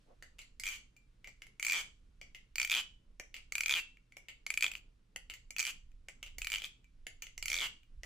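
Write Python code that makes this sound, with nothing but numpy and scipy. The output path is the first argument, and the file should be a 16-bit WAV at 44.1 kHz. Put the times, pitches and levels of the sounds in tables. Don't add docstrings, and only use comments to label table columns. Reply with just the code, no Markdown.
import sys
import numpy as np
from scipy import signal
from scipy.fft import rfft, irfft, next_fast_len
from scipy.io import wavfile
from scipy.ndimage import map_coordinates

SR = 44100
rng = np.random.default_rng(int(sys.argv[2]) if len(sys.argv) > 2 else 0)


def unload_wav(signal):
    wavfile.write(
        sys.argv[1],
        SR,
        np.round(np.clip(np.atleast_2d(signal).T, -1, 1) * 32767).astype(np.int16),
    )


N = 355049

# pitch_hz, relative_db
RUMBLE_COLOUR = [(8.8, -22), (15, 5.5), (39, 1), (91, -16.5), (119, -21), (150, -46), (200, -49),
                 (330, -120)]
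AIR_COLOUR = [(88, -26.5), (150, -4.5), (350, -12), (382, -18.5), (416, -12), (681, -22.5), (1500, -25.5),
              (1950, -60), (3300, -120)]
HISS_COLOUR = [(700, -120), (1000, -3), (2500, -1), (6000, -8), (10000, -13), (12500, -20.5), (15000, -41)]
# time_s, level_db
RUMBLE_SWELLS = [(0.0, -64.5), (0.15, -62.5), (3.0, -62), (5.11, -65), (5.29, -57.5), (5.65, -65.5),
                 (5.94, -51.5), (6.14, -64), (6.39, -46), (6.7, -62.5), (7.2, -57.5), (7.33, -60),
                 (7.44, -48.5), (7.87, -65.5), (7.98, -52.5), (8.05, -51.5)]
# pitch_hz, level_db
HUM_BANDS = [(120, -79), (170, -86), (255, -87)]
# pitch_hz, likeness (1 is the same, 0 is unrelated)
EAR_LIKENESS = [(60, 1), (130, 0.96), (290, 0.64), (640, 0), (1400, 0.064), (5000, 0.52), (15000, 0.16)]
# middle_s, width_s, level_db
PALM_SHIFTS = [(0.112, 0.033, -64.5), (1.28, 0.014, -63.5)]
# start_s, clack_db, clack_hz, clink_db, sizzle_db, knock_db, lean_db, rebound_loss_db
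SINGLE_TAPS = [(0.2246, -49, 1926, -49, -49, -58.5, -4, 27), (0.3853, -58, 2190, -52, -57.5, -64, 2, 35),
               (0.3902, -45.5, 2220, -42.5, -49, -68.5, -2, 16),
               (0.4163, -53, 2170, -54, -53.5, -74, -4, 36), (0.5981, -40, 2065, -50, -40, -71, -5, 18),
               (0.9659, -73, 2330, -61, -60, -80, -4, 32), (1.2442, -44, 2160, -45.5, -56.5, -70, 1, 14),
               (1.2733, -44.5, 2090, -50, -51.5, -63, -2, 10),
               (1.4198, -42, 2210, -43.5, -49, -67, 1.5, 15),
               (1.4676, -49.5, 2110, -53.5, -55.5, -69, -4, 24),
               (1.5972, -33.5, 2283, -55, -43, -70, -4.5, 32.5),
               (2.214, -42.5, 2340, -47.5, -51, -55.5, -1, 32),
               (2.348, -44.5, 2155, -44.5, -53.5, -62, 6, 33),
               (2.5568, -33, 2312, -39, -34.5, -58.5, -3, 29),
               (3.1983, -38, 2425, -46.5, -41.5, -50, -3, 30), (3.3425, -40.5, 2253, -35, -45, -59, -1, 16),
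               (3.3656, -49, 2386, -40, -49.5, -66, 2, 14), (3.5222, -30, 2220, -53.5, -36.5, -55, -3, 30),
               (3.9708, -53, 2314, -68, -73, -72, -2, 33.5), (4.122, -50.5, 2290, -68, -64, -77, 1, 29),
               (4.1685, -41, 2253, -66, -47.5, -56, -0.5, 29.5),
               (4.285, -42.5, 2223, -40, -50.5, -65.5, -0.5, 11),
               (4.4653, -29, 2182, -52, -34.5, -54.5, -2, 22),
               (5.161, -34, 2020, -34.5, -36.5, -46, 0.5, 19.5),
               (5.299, -40, 2250, -34.5, -45.5, -60, 0, 9.5), (5.3378, -44.5, 2250, -44, -45.5, -69, 1, 13),
               (5.5064, -39.5, 2295, -48, -41.5, -60.5, -1, 30), (5.917, -69, 2430, -70, -71, -84, -1, 30),
               (6.0852, -39.5, 2080, -40.5, -45.5, -51, 1, 14),
               (6.2288, -40.5, 2275, -33, -43, -58.5, -1, 15), (6.2633, -53, 2420, -42, -54.5, -69, 0, 6),
               (6.3837, -38, 2170, -44, -35.5, -53, -4, 26.5), (6.8439, -57, 2370, -65, -68, -84, -1, 25.5),
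               (7.0677, -37, 2117, -39, -41.5, -49.5, 2.5, 24),
               (7.2219, -39, 2380, -49, -38.5, -69, -1, 27), (7.2242, -47, 2300, -40.5, -53, -68, 1, 6),
               (7.2682, -47, 2130, -44, -52, -69, -2, 28), (7.3786, -40, 2110, -43, -40, -55.5, -5, 30),
               (7.8328, -62, 2450, -62, -69, -89, 1, 26.5), (8.0334, -39.5, 1960, -43, -47, -51, -1, 10)]
# pitch_ratio, level_db, free_ring_s, after_ring_db, fade_s
CLACK_TONES = [(1, 1, 0.0037, -28, 0.23), (.93, -32, 0.0035, -25, .06)]
CLINK_TONES = [(0.997, 2, 0.0016, -23.5, 0.12), (1.2, -4.5, 0.00043, -20.5, 0.05)]
# pitch_hz, level_db, free_ring_s, after_ring_db, fade_s
SIZZLE_TONES = [(4530, -4, 0.0012, -10, 0.062), (3900, -13.5, 0.00045, -16, 0.019),
                (5985, 0, 0.00095, -14, 0.027), (6528, -9.5, 0.0041, -10.5, 0.11),
                (7386, -12.5, 0.0039, -6.5, 0.12), (7614, -11, 0.003, -8.5, 0.093),
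                (5380, -20, 0.0024, -11.5, 0.033), (8060, -23.5, 0.00024, -13.5, 0.1),
                (9500, -14, 0.00085, -10.5, 0.045), (10820, -15.5, 0.0038, -6.5, 0.17),
                (12000, -27, 0.0012, -12.5, .05), (13020, -15.5, .002, -18.5, .04),
                (14600, -16, 0.0026, -2.5, 0.098)]
KNOCK_TONES = [(540, 2, 0.0014, -12.5, .06), (1843, 7, 0.0013, -11, 0.059), (700, -7.5, 0.004, -17, .04)]
BODY_TONES = [(1303, -28.5, 0.0024, 1.5, .05), (928, -30.5, 0.0027, -10.5, .04),
              (1764, -24, 0.0006, -13, 0.1)]
PUFF_TONES = [(1205, 3.5, .0012, -39.5, .01), (620, -11.5, 0.00083, -37.5, .01)]
# left_delay_s, right_delay_s, relative_db
NEAR_SURFACES = [(.0021, .0026, -18.5), (.0038, .0033, -8), (.0082, .0091, -9)]
# pitch_hz, fade_s
ROOM_FADES = [(300, 0.3), (1200, 0.27), (2300, .25), (3000, 0.3), (4500, 0.29), (8000, 0.28), (15000, 0.11)]
# start_s, end_s, last_clack_hz, clink_top_s,
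# clink_top_hz, last_clink_hz, sizzle_db, knock_db, first_lean_db, room_before_db, room_during_db
FLURRY_SHAPES = [(.6, 0.771, 2400, .69, 3150, 2890, -37, -68, -4, -0.5, -3),
                 (1.602, 1.825, 2410, 1.71, 3327, 3010, -36, -70.5, -2.5, -4.5, -5.5),
                 (2.56, 2.816, 2553, 2.715, 3430, 2960, -36, -67, -3, 0.5, -10.5),
                 (3.52, 3.8, 2460, 3.72, 3470, 2615, -36, -63, -3, -2.5, -10.5),
                 (4.49, 4.785, 2567, 4.665, 3220, 2770, -37.5, -71, -4, 0, -12.5),
                 (5.566, 5.722, 2540, 5.63, 3100, 2860, -33.5, -71, -7, -3, -9.5),
                 (6.42, 6.663, 2470, 6.64, 3360, 3100, -37, -66, -6, -4.5, -8.5),
                 (7.397, 7.694, 2200, 7.575, 3530, 2680, -36, -55.5, -7.5, -4, -8)]
# start_s, clack_db, clink_db
RATTLE_HITS = [(0.6363, -34, -35.5), (.656, -34.5, -40), (0.6667, -30.5, -35.5), (0.6761, -32.5, -53),
               (0.6871, -32.5, -40), (1.6271, -28.5, -36.5), (1.6487, -27.5, -48), (1.6545, -43.5, -45.5),
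               (1.6664, -23.5, -39), (1.6758, -44, -49), (1.6832, -28.5, -52.5), (1.6919, -35.5, -48),
               (1.6976, -25, -34), (1.7099, -28.5, -50), (1.721, -25, -37.5), (1.7313, -25.5, -44),
               (2.5822, -24.5, -38), (2.5993, -22, -41), (2.6156, -25.5, -28.5), (2.6294, -30, -49.5),
               (2.6482, -26, -30.5), (2.6746, -35, -46.5), (2.6979, -26.5, -31), (2.7093, -29, -47.5),
               (2.716, -21.5, -24), (2.7203, -27.5, -33.5), (2.7269, -27, -24.5), (2.733, -35, -35.5),
               (2.7396, -27.5, -22), (2.7495, -26.5, -24.5), (2.758, -29.5, -28), (3.5536, -24.5, -32.5),
               (3.5814, -27, -52), (3.6073, -23, -34), (3.6348, -27.5, -46), (3.66, -22.5, -28),
               (3.6817, -27.5, -42.5), (3.6946, -23, -28.5), (3.7029, -25.5, -42.5), (3.7096, -24.5, -24),
               (3.7169, -28, -39), (3.7241, -26, -24), (3.7387, -28, -21), (3.751, -32.5, -28.5),
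               (3.756, -32, -29), (4.5033, -24, -38.5), (4.5402, -32, -46), (4.5746, -21, -30),
               (4.6081, -30, -41), (4.6245, -19.5, -25.5), (4.633, -24.5, -38.5), (4.6424, -20, -23.5),
               (4.6533, -35, -43), (4.6645, -29, -26.5), (4.68, -34, -48), (4.7162, -33, -40),
               (4.7366, -41, -50), (4.7527, -39.5, -34.5), (5.5645, -33, -36), (5.5837, -32, -44.5),
               (5.5931, -26.5, -35), (5.6, -27, -51), (5.607, -36, -30), (5.6161, -35, -48),
               (5.6274, -29.5, -43), (5.64, -41, -39), (5.6516, -30.5, -35), (5.6602, -36, -43),
               (5.6673, -31.5, -34.5), (6.4181, -30.5, -36), (6.446, -34, -58), (6.4705, -28, -33.5),
               (6.5011, -35, -42.5), (6.519, -30.5, -29), (6.5304, -31, -35.5), (6.5393, -32.5, -23.5),
               (6.5485, -32, -31), (6.5586, -33, -26), (6.5685, -42, -46), (6.583, -37, -37),
               (6.6007, -52, -40), (6.6197, -39.5, -32), (6.6319, -48, -44), (6.6392, -37.5, -38),
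               (6.6444, -41, -32), (7.4262, -33, -30), (7.4573, -29.5, -52.5), (7.4818, -31.5, -29.5),
               (7.5008, -29, -51), (7.5168, -27, -32), (7.5212, -46, -49), (7.5298, -27.5, -43.5),
               (7.5421, -28, -29.5), (7.554, -30, -41), (7.5656, -33, -30), (7.5764, -30.5, -45),
               (7.5871, -36, -28), (7.5956, -32.5, -36), (7.6051, -38.5, -28), (7.6115, -31, -35)]
# start_s, first_gap_s, gap_ratio, clack_db, clink_db, puff_db
BOUNCE_RUNS = [(.696, .007, 0.91, -43.5, -42, -57), (1.7388, .007, 0.92, -32.5, -32.5, -42),
               (2.7663, .0062, 0.87, -31, -25.5, -40), (3.762, .0066, 0.87, -30.5, -28.5, -42.5),
               (4.7631, .006, 0.69, -51, -62.5, -64), (5.6754, .0058, 0.84, -36.5, -32.5, -48),
               (6.651, .0068, 0.69, -39, -42, -72), (7.618, .0053, 0.91, -35.5, -29, -41.5)]
# start_s,
# level_db, pitch_hz, fade_s
LINGERING_TONES = [(.9645, -61, 2370, 0.18), (1.2446, -55, 2340, 0.19), (1.2742, -53.5, 2336, 0.16),
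                   (2.806, -47, 3000, 0.35), (3.8, -44.5, 2697, .34), (6.8431, -64.5, 2330, .15),
                   (7.669, -50, 2826, 0.31)]

TIME_S = np.arange(N) / SR
CLACK_HZ, CLINK_HZ = 2334, 2828


def amp(db):
    return 10 ** (np.asarray(db) / 20)


def along(points, hz):
    pitches, values = np.transpose(points)
    return np.interp(np.log(hz + 1), np.log(pitches + 1), values)


def wobble(per_s):
    return map_coordinates(rng.standard_normal(int(N * per_s / SR) + 4), [TIME_S * per_s])


def filtered(sound, gain):
    size = next_fast_len(N + SR // 2)
    return irfft(rfft(sound, size) * gain(np.fft.rfftfreq(size, 1 / SR)), size)[..., :N]


def stereo_noise(gain):
    def split(hz):
        angle = np.arccos(np.clip(along(EAR_LIKENESS, hz), -1, 1)) / 2
        return gain(hz) * [np.cos(angle), np.sin(angle)]
    shared, opposite = filtered(rng.standard_normal((2, N)), split)
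    noise = np.array([shared + opposite, shared - opposite])
    return noise / np.sqrt(np.mean(noise ** 2) + 1e-20)


def noise_band(middle_hz, half_width_hz):
    return stereo_noise(lambda hz: 1 / (1 + ((hz - middle_hz) / half_width_hz) ** 2))


def background():
    coloured = lambda colour: stereo_noise(lambda hz: amp(along(colour, hz)))
    rumble_db = np.interp(TIME_S, *np.transpose(RUMBLE_SWELLS)) + 2.5 * wobble(4.4)
    rumble = amp(rumble_db) * coloured(RUMBLE_COLOUR) * amp([[-1.4], [1.4]])
    flurry_ends = sum(np.exp(-((TIME_S - end) / 0.09) ** 2) for _, end, *_ in FLURRY_SHAPES)
    air = amp(-79 + 5 * flurry_ends + 2.4 * wobble(16)) * coloured(AIR_COLOUR)
    hum = sum(amp(db) * noise_band(hz, half_width_hz=6) for hz, db in HUM_BANDS)
    hiss_db = -83.5 + 0.7 * wobble(1.8) + 5.5 * np.exp(-TIME_S / 0.26)
    return rumble + air + hum + amp(hiss_db) * coloured(HISS_COLOUR)


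def palm_rustle():
    swell = sum(amp(db) * np.exp(-((TIME_S - middle) / width) ** 2) for middle, width, db in PALM_SHIFTS)
    return swell * noise_band(600, half_width_hz=300)


def tap_hits(rebounds=3, flight_s=0.0056, caught_db=20):
    taps = np.array(SINGLE_TAPS)
    delays_s = np.cumsum(flight_s * (1 + 0.12 * rng.standard_normal((len(taps), rebounds))), axis=1)
    is_time = np.array([1, 0, 0, 0, 0, 0, 0])
    is_level = np.array([0, 1, 0, 1, 1, 1, 0])
    hits = list(taps[:, :-1])
    for tap, loss_db, delays in zip(taps[:, :-1], taps[:, -1], delays_s):
        if loss_db < caught_db:
            for k, delay in enumerate(delays):
                hits.append(tap + delay * is_time - (loss_db + k) * is_level)
    start_s, clack_db, clack_hz, clink_db, *rest = np.transpose(hits)
    return np.array([start_s, clack_db, clack_hz, clink_db, np.full_like(start_s, CLINK_HZ), *rest])


def ring(start_s, level_db, lean_db, tones, pitch_scale=1, detune=0, scatter_db=0, spread=0, loose=0):
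    t = np.arange(SR // 16, dtype=np.float32) / SR
    chance = rng.standard_normal((len(start_s), len(tones), 4), dtype=np.float32)
    steps = rng.standard_normal((len(start_s), len(t)), dtype=np.float32)
    drift = loose * np.cumsum(steps, axis=1)
    soft_edges = (1 - np.exp(-t / 0.000081)) * np.cos(np.pi / 2 * t / t[-1])
    left, right = np.zeros((2, len(start_s), len(t)))
    for tone, luck in zip(tones, chance.transpose(1, 2, 0)[..., None]):
        pitch, db, free_s, after_db, fade_s = tone
        pitch_luck, level_luck, left_luck, right_luck = luck
        dying = np.exp(-(t / free_s) ** 3) + amp(after_db - 60 * t / fade_s)
        size = amp(db + scatter_db * level_luck) * dying * soft_edges
        hz = pitch * np.reshape(pitch_scale, (-1, 1)) * (1 + detune * pitch_luck)
        phase = 2 * np.pi * hz * t + drift
        left += size * np.sin(phase + spread * left_luck)
        right += size * np.sin(phase + spread * right_luck)
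    left *= amp(level_db + lean_db / 2)[:, None]
    right *= amp(level_db - lean_db / 2)[:, None]
    places = np.round(start_s * SR).astype(int)[:, None] + np.arange(len(t))
    return np.array([np.bincount(places.ravel(), ear.ravel(), N)[:N] for ear in (left, right)])


def cut_bass(sound, hz):
    return signal.sosfilt(signal.butter(2, hz, "high", fs=SR, output="sos"), sound)


def bright_metal(hits):
    start_s, clack_db, clack_hz, clink_db, clink_hz, sizzle_db, _, lean_db = hits
    clack = ring(start_s, clack_db, 0.1 * lean_db, CLACK_TONES, clack_hz,
                 detune=0.009, scatter_db=0.3, spread=0.25, loose=0.07)
    clink = ring(start_s, clink_db, 0.3 * lean_db, CLINK_TONES, clink_hz,
                 detune=0.005, scatter_db=1.5, spread=0.25, loose=0.06)
    sizzle = ring(start_s, sizzle_db, lean_db, SIZZLE_TONES,
                  detune=0.0068, scatter_db=3, spread=0.92, loose=0.15)
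    return cut_bass(cut_bass(clack + clink + sizzle, hz=1150), hz=1000)


def dull_knocks(hits):
    start_s, clack_db, _, clink_db, _, _, knock_db, lean_db = hits
    whole_db = 10 * np.log10(amp(clack_db) ** 2 + amp(clink_db) ** 2)
    knock = ring(start_s, knock_db, 0.085 * lean_db, KNOCK_TONES,
                 detune=0.032, scatter_db=3, spread=0.56, loose=0.072)
    body = ring(start_s, whole_db, 0.11 * lean_db, BODY_TONES,
                detune=0.034, scatter_db=0.5, spread=0.78, loose=0.053)
    return cut_bass(knock + body, hz=267)


def arm_reach_db(pull_in_s=0.18, hold_s=0.14):
    points = []
    for start, end, *_, before_db, during_db in FLURRY_SHAPES:
        points += [(start - pull_in_s, before_db), (start, during_db), (end + hold_s, during_db)]
    return np.interp(TIME_S, *np.transpose(points))


def near_echoes(sound):
    delayed = lambda ear, delay_s: np.pad(ear, (round(delay_s * SR), 0))[:N]
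    return sum(amp(db) * np.array([delayed(sound[0], left_s), delayed(sound[1], right_s)])
               for left_s, right_s, db in NEAR_SURFACES)


def room_ring(sound, tail_count=4):
    hz, t, noise = signal.stft(rng.standard_normal((tail_count, 2, SR // 2)), SR, nperseg=128)
    fading = amp(-60 * t / along(ROOM_FADES, hz)[:, None])
    tails = signal.istft(noise * fading, SR, nperseg=128)[1]
    whose_turn = np.arange(N) // 1024 % tail_count
    out = np.zeros((2, N))
    for k, tail in enumerate(tails):
        part = np.pad(sound * (whose_turn == k), (220, 0))
        out += signal.fftconvolve(part[None], tail / np.linalg.norm(tail[0]), axes=1)[:, :N]
    return out


def flurry_hits(hit_s, clack_db, clink_db, rise_s=0.13):
    shapes = np.array(FLURRY_SHAPES)
    own_shape = shapes[np.searchsorted(shapes[:, 0], hit_s) - 1, :-2].T
    start, end, last_clack_hz, top_s, top_hz, last_clink_hz, sizzle_db, knock_db, lean_db = own_shape
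    progress = np.clip((hit_s - start) / (end - start), 0, 1)
    clack_hz = CLACK_HZ + (last_clack_hz - CLACK_HZ) * progress ** 2
    rising_hz = CLINK_HZ + (top_hz - CLINK_HZ) * np.clip(1 + (hit_s - top_s) / rise_s, 0, 1)
    falling_hz = top_hz + (last_clink_hz - top_hz) * np.clip((hit_s - top_s) / (end - top_s), 0, 1)
    clink_hz = np.where(hit_s < top_s, rising_hz, falling_hz)
    harder_db = clack_db + 30
    sizzle_db = sizzle_db + 0.68 * harder_db - 6 * (progress - 0.5)
    knock_db = knock_db + 0.3 * harder_db + 8 * (progress - 0.5)
    lean_db = lean_db * (1 - progress)
    return np.array([hit_s, clack_db, clack_hz, clink_db, clink_hz, sizzle_db, knock_db, lean_db])


def quick_bounces(count=24, clamp_db_per_s=8000):
    k, rows = np.arange(count), []
    for (start, gap, ratio, *levels), (_, end, *_) in zip(BOUNCE_RUNS, FLURRY_SHAPES):
        hit_s = start + gap * (1 - ratio ** k) / (1 - ratio)
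        softer_db = 0.86 * 20 * np.log10(ratio) * k
        clamp_db = -clamp_db_per_s * np.maximum(hit_s - end, 0)
        rows.append(np.column_stack([hit_s] + [db + softer_db + clamp_db for db in levels]))
    return np.vstack(rows).T


def air_puffs(hits, puff_db):
    start_s, *_, lean_db = hits
    return cut_bass(ring(start_s, puff_db, lean_db, PUFF_TONES), hz=267)


def lingering_ring(waver=0.006):
    unsteady_s = np.cumsum(1 + waver * wobble(60)) / SR
    out = np.zeros(N)
    for start, db, hz, fade_s in LINGERING_TONES:
        size = (TIME_S > start) * amp(db - 60 * np.maximum(TIME_S - start, 0) / fade_s)
        out += size * np.sin(2 * np.pi * hz * (unsteady_s - unsteady_s[round(start * SR)]))
    return out


def scene():
    hits = np.hstack([tap_hits(), flurry_hits(*np.transpose(RATTLE_HITS))])
    bounce_s, clack_db, clink_db, puff_db = quick_bounces()
    bounces = flurry_hits(bounce_s, clack_db, clink_db)
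    metal = bright_metal(np.hstack([hits, bounces]))
    knife = amp(-1) * (metal + dull_knocks(hits) + air_puffs(bounces, puff_db) + lingering_ring())
    into_room = amp(arm_reach_db()) * knife
    room = near_echoes(into_room) + room_ring(into_room.mean(axis=0))
    return knife + room + palm_rustle() + background()


def record(dry):
    thin_hz, limit_hz = 15500, 16900
    thinned = lambda hz: amp(-5 * (1 + np.tanh((hz - thin_hz) / 250)))
    return filtered(dry, lambda hz: thinned(hz) / (1 + (hz / limit_hz) ** 600))


dry = scene()
out = record(dry)
unload_wav(out)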